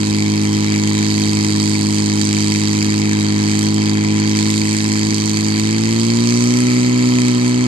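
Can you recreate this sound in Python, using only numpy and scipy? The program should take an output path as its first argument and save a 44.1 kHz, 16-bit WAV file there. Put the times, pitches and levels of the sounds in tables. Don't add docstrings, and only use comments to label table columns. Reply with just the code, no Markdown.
import sys
import numpy as np
from scipy import signal
from scipy.fft import rfft, irfft, next_fast_len
from scipy.io import wavfile

SR = 44100
rng = np.random.default_rng(int(sys.argv[2]) if len(sys.argv) > 2 else 0)


def nominal_scale(level):
    x = np.asarray(level, float) / 20
    return 10 ** x


def dump(signal):
    limited = np.clip(np.atleast_2d(signal).T, -1, 1)
    pcm = np.round(limited * 32767).astype(np.int16)
    wavfile.write(sys.argv[1], SR, pcm)


N = 338237

# time in seconds, firings per second.
SPEED = [(0.0, 104.47), (0.83, 104.38), (1.07, 105.15), (1.55, 104.39), (2.21, 104.17), (3.11, 104.98),
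         (3.29, 104.03), (3.77, 105.55), (3.89, 104.87), (4.61, 105.97), (5.51, 106.03), (5.63, 106.8),
         (6.11, 115.86), (6.65, 124.09), (6.71, 123.35), (7.19, 124.11), (7.37, 122.15), (7.67, 124.5)]
LOW_HZ, HIGH_HZ = 105, 123.5

# multiple of the firing rate, level at low speed in dB, level at high speed in dB.
EXHAUST_LINES = [(.5, -37, -38), (1, -4, -4), (1.5, -11.5, -16.5), (2, -0.5, 1.5), (2.5, -11.5, -11.5),
                 (3, -4, -10.5), (3.5, -17.5, -20), (4, -14.5, -19), (4.5, -21, -22), (5, -24, -24.5),
                 (5.5, -28, -31), (6, -39, -36.5), (6.5, -55, -38), (7, -27.5, -31), (7.5, -29, -39),
                 (8, -26, -32), (8.5, -28, -34.5), (9, -35, -56), (9.5, -29, -47), (10, -39, -40),
                 (10.5, -38, -28.5)]
# time in seconds, level in dB.
PULL = [(0.0, -17), (0.34, -16), (2.2, -16.5), (4.16, -15.5), (4.85, -17.5), (5.13, -16.5), (5.17, -18),
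        (6.15, -14.5), (7.07, -14), (7.67, -15)]
# centre in seconds, change in dB.
STUMBLES = [(.05, -1.5), (2.265, -1.5), (3.27, -1.3), (3.73, -1.2), (4.78, -1.7), (4.815, -1.5),
            (6.056, -1.3), (7.403, -1.8)]
STUMBLE_S, UNEVEN_DB = .012, .25
PIPE_HZ, PIPE_WIDTH_HZ, PIPE_DB = 1015, 30, 7

CYLINDER_DB = [-2, 0, -2, 2.2]
# time in seconds, peak in dB, bark in dB, tick in dB.
HARD_CRACKS = [(0.0308, -15.5, -25, -30), (0.7966, -16, -39, -27), (0.9123, -25, -19, -33),
               (1.0261, -11, -31, -26), (1.1403, -17, -22, -17), (1.2166, -12, -27, -24),
               (1.3698, -13, -27, -26), (1.4456, -5, -28, -17), (1.5993, -10, -26, -23),
               (1.9824, -12, -30, -22), (2.0587, -10, -27, -16), (2.0976, -11, -20, -25),
               (2.2124, -5, -22, -22), (2.5197, -13, -21, -18), (3.1308, -8, -38, -19),
               (3.5134, -13, -32, -18), (3.5892, -13, -32, -15), (3.7419, -16, -35, -8),
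               (4.2931, -17, -32, -14), (4.804, -21, -27, -25), (4.9546, -16, -21, -29),
               (5.1432, -14, -40, -2), (5.2565, -11, -33, -8), (5.2939, -8, -31, -11),
               (5.445, -12, -34, -14), (5.5957, -8, -32, -29), (7.1192, -15, -25, -40),
               (7.1841, -13, -19, -23), (7.216, -8, -29, -13), (7.2809, -9.5, -26, -16)]
# frequency in Hz, density in dB per Hz.
CRACK_COLOUR = [(450, -9.5), (700, -3.5), (1000, -2.5), (1500, -14.5), (2100, 5.5), (2750, -61), (3300, -6),
                (4400, 0.5), (5200, -5.5), (6400, -0.5), (7800, -4.5), (9600, -18.5), (10500, -39),
                (13300, -28), (15000, -37)]
# frequency in Hz, width in Hz, level in dB.
RINGS = [(1019, 40, -10), (2164, 350, 3.5), (3171, 204, 1), (3858, 197, -2), (4428, 120, 2), (4680, 163, 3),
         (5240, 150, -6), (6040, 97, -6.5), (6484, 100, -1), (7080, 290, -2), (7550, 99, -19),
         (10900, 900, -40)]
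# time in seconds, rattle swing in dB.
RATTLE = [(0, 0), (.3, -1), (1.2, 1), (1.9, 1), (2.1, 0), (2.3, 2), (3.0, 0.3), (3.35, -1.5), (3.57, 1),
          (4.0, -2.5), (4.4, 1.5), (5.0, 1.8), (5.25, 1), (5.7, -0.5), (6.5, 0.9), (7.05, 0), (7.25, 1),
          (7.67, -2)]
RATTLE_CHANCE_DB = .5
# level in dB, share of the rattle swing, change at high speed in dB.
PARTS = [
    (-32, -0.22, .3),
    (-35.5, 0.39, -2.5),
    (-30, 1, -2.5),
    (-30, 1.51, -0.9),
]

# frequency in Hz, density in dB per Hz.
WIND_COLOUR = [(20, -14), (35, -16), (60, -9), (90, -4.5), (140, -6.5), (250, 2.5), (400, -6.5), (600, -17)]
# centre in seconds, change in dB.
GUSTS = [(1.05, -5), (1.3, 15), (1.5, 28), (2.22, 10), (2.38, -11), (2.9, 12), (3.58, 6), (4.22, -10),
         (4.6, -1), (5.11, 13), (5.85, 5), (6.88, 13)]
WIND_DB, GUST_S = -46, 0.056

# frequency in Hz, level in dB, phase lag beyond the path delay
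FAR_PORT = [(90, 0, .03, 1), (340, 0, .5, .99), (560, -4, 1.6, .95), (760, -14, .9, .9),
            (1020, 0, -.3, .95), (1550, 7, 0, .87), (2100, 4, .9, .93), (2650, 6.5, 1.5, .82),
            (3100, -6, 2, .87), (3450, -8, 3, .75), (3850, -15, 6.2, .78), (5600, -6.5, 7.1, .82),
            (6700, -12, 7.2, .75), (9000, -8, 6.5, .68), (10500, -1, 7.1, .5), (15500, 0, 9, .35)]
PORT_DELAY_S = 10 / 44100
# frequency in Hz, width in Hz, depth from 0 to 1.
NOTCHES = [
    (8480, 110, 0.76),
    (10540, 360, 0.76),
    (12900, 1500, 0.5),
]


def rms_one(x):
    return x / np.sqrt(np.mean(x ** 2) + 1e-20)


def in_time(rows):
    s, *columns = np.transpose(rows)
    return [np.interp(np.arange(N) / SR, s, column) for column in columns]


def at_hz(points, hz, axis=1):
    points = np.array(points)
    return np.interp(np.log(hz + 1), np.log(points[:, 0]), points[:, axis])


def bumps(events, half_s):
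    s = np.arange(N) / SR
    return sum(step_db * np.exp(-((s - at) / half_s) ** 2) for at, step_db in events)


def drift(rate):
    r = np.exp(-80 * np.pi * rate / SR)
    noise = rng.standard_normal(N // 40 + 2002)
    slow = signal.lfilter([1], [1, -2 * r, r * r], noise)[2000:]
    return np.interp(np.arange(N) / 40, np.arange(len(slow)), rms_one(slow))


def band(x, low, high):
    return signal.sosfilt(signal.butter(2, [low, min(high, .45 * SR)], "band", fs=SR, output="sos"), x)


def resonance(x, hz, width):
    r = np.exp(-np.pi * width / SR)
    poles = [1, -2 * r * np.cos(2 * np.pi * hz / SR), r * r]
    return signal.lfilter([(1 - r * r) / 2, 0, (r * r - 1) / 2], poles, x)


def speed_share(per_s):
    return np.clip((per_s - LOW_HZ) / (HIGH_HZ - LOW_HZ), 0, 1)


def stumbles():
    return UNEVEN_DB * drift(60) + bumps(STUMBLES, STUMBLE_S)


def exhaust(firings, per_s, level_db, wobble_db, throb_db):
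    fast = speed_share(per_s)
    early, skew = .6 + .8 * fast, .4 + .9 * fast
    jitter = .014 * (1 + fast) * drift(25)
    turn = 2 * np.pi * firings + np.pi + early + jitter
    throb = throb_db * drift(30) + .7 * stumbles()
    blur = .001 + .004 * fast ** 4
    out = np.zeros(N)
    for k, low_db, high_db in EXHAUST_LINES:
        k = round(2 * k) / 2
        uneven = 1.25 * (k % 1 > 0)
        echo = .2 * k * np.cos(np.pi * k) * (1 - fast)
        gain_db = low_db + (high_db - low_db) * fast
        gain_db = gain_db + np.sqrt(k) * (wobble_db * drift(3) + throb)
        gain_db = gain_db + PIPE_DB * np.exp(-((k * per_s - PIPE_HZ) / PIPE_WIDTH_HZ) ** 2)
        smear = blur * k ** 2 * drift(33)
        out += nominal_scale(gain_db) * np.cos(k * turn + smear + np.pi - skew + uneven + echo)
    return nominal_scale(level_db + 1.5) * out


def blow_strengths(count):
    strokes = count[-1] + 1
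    strength = .8 * rng.standard_normal(strokes) + np.resize(np.roll(CYLINDER_DB, 1), strokes)
    tilt = np.zeros(strokes)
    usual_tilt = np.mean([tick_db - bark_db for _, _, bark_db, tick_db in HARD_CRACKS])
    for s, peak_db, bark_db, tick_db in HARD_CRACKS:
        stroke = count[min(round((s + .002) * SR), N - 1)]
        strength[stroke] = .6 * (peak_db + 18.5)
        tilt[stroke] = .4 * (tick_db - bark_db - usual_tilt)
    return strength, tilt


def cracks(firings, levels_db, floor_db, click_db):
    since = firings - .08
    per_s = np.gradient(firings * SR)
    count = np.floor(since).astype(int) + 1
    late_s = (since % 1) / per_s
    strength, tilt = blow_strengths(count)
    white = rng.standard_normal((2, 2, N))
    starts = np.flatnonzero(np.diff(count)) + round(.0016 * SR)

    def burst(hz, noise, hum_db=0):
        own = min(hz / 1200, 2.3) * rng.standard_normal(len(strength))
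        own = own + tilt * np.clip(np.log2(hz / 4500), -1, 1) * (hz < 9500)
        swell = (1 - np.exp(-late_s / .0009)) ** 3
        fall_s = 0.0021 + 0.00024 * np.log(hz / 1500) ** 2
        shape = swell * np.exp(-late_s / fall_s)
        click = np.zeros((2, N + 400))
        scatter = rng.integers(0, 70, (2, len(starts)))
        click[[[0], [1]], starts + scatter] = nominal_scale(click_db) * (2000 / hz) ** 0.053
        place = np.interp(np.log(hz), np.log([1200, 2200, 4500, 7500]), [0, 1, 2, 3])
        low = min(int(place), 2)
        level_db = levels_db[low] + (place - low) * (levels_db[low + 1] - levels_db[low])
        together = np.interp(hz, [800, 2000, 8500, 11000], [.1, .85, 1.15, .25])
        blow_db = np.minimum(together * strength + own, 7.5)
        blow = nominal_scale(blow_db)[count] * (shape * noise + click[:, :N])
        hiss = nominal_scale(floor_db + hum_db + 5 * (hz > 9500) + 4 * (hz < 1900)) * noise
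        return nominal_scale(level_db + 1.1 * drift(1.5)) * (hiss + blow)

    hum_db = 2 + .25 * (per_s - LOW_HZ)
    edges, out = 420 * 2 ** np.arange(0, 5.4, 1 / 3), 0
    for k, (low, high) in enumerate(zip(edges, edges[1:])):
        hz = np.sqrt(low * high)
        out = out + nominal_scale(at_hz(CRACK_COLOUR, hz) + 23) * band(burst(hz, white[k % 2]), low, high)
    for k, (hz, width, top_db) in enumerate(RINGS):
        ring = resonance(burst(hz, white[k % 2], hum_db), hz, width)
        out = out + nominal_scale(top_db + 25.5) * resonance(ring, hz, 3 * width)
    return out


def gusts():
    return WIND_DB + bumps(GUSTS, GUST_S)


def wind_rumble(level_db, gust_db):
    hz = np.fft.rfftfreq(N, 1 / SR)
    shape = nominal_scale(at_hz(WIND_COLOUR, hz)) * (hz > 15) / (1 + (hz / 700) ** 4)
    noise = irfft(rfft(rng.standard_normal((2, N))) * shape, N)
    return nominal_scale(level_db + 0.38 * gust_db + 0.92 * drift(4.0)) * rms_one(noise)


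def ports(near, twin):
    size = next_fast_len(N + 2048)
    hz = np.fft.rfftfreq(size, 1 / SR)
    shared = np.clip(at_hz(FAR_PORT, hz, axis=3), 0, 1)
    lag = 2 * np.pi * hz * PORT_DELAY_S + at_hz(FAR_PORT, hz, axis=2)
    path = nominal_scale(at_hz(FAR_PORT, hz)) * np.exp(-1j * lag)
    far = path * (shared * rfft(near, size) + np.sqrt(1 - shared ** 2) * rfft(twin, size))
    return np.array([irfft(far, size)[:N], near])


def scene():
    per_s, = in_time(SPEED)
    firings = np.cumsum(per_s) / SR
    fast = speed_share(per_s)
    exhaust_db, = in_time(PULL)
    rattle_db = in_time(RATTLE)[0] + RATTLE_CHANCE_DB * drift(9)
    levels_db = [level_db + share * rattle_db + fast_db * fast for level_db, share, fast_db in PARTS]
    tone = exhaust(firings, per_s, exhaust_db, wobble_db=.12, throb_db=.13)
    crack = cracks(firings, levels_db, floor_db=-21.5, click_db=14)
    wind = wind_rumble(level_db=-16.5, gust_db=gusts())
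    own_wind = nominal_scale(-9) * wind[1] * [[1], [-1]]
    return ports(tone + crack[0] + wind[0], crack[1]) + own_wind


def top_cut(x):
    return signal.sosfilt(signal.butter(12, 16100, fs=SR, output="sos"), x)


def record(dry):
    for hz, width, depth in NOTCHES:
        dry = dry - np.clip(depth, 0, .9) * resonance(dry, hz, width)
    top = .98
    rounded = dry / (1 + (dry / top) ** 4) ** (1 / 4)
    cut = signal.sosfilt(signal.ellip(10, .5, 70, 15700, fs=SR, output="sos"), rounded)
    return top_cut(cut)


dry = scene()
out = record(dry)
dump(out)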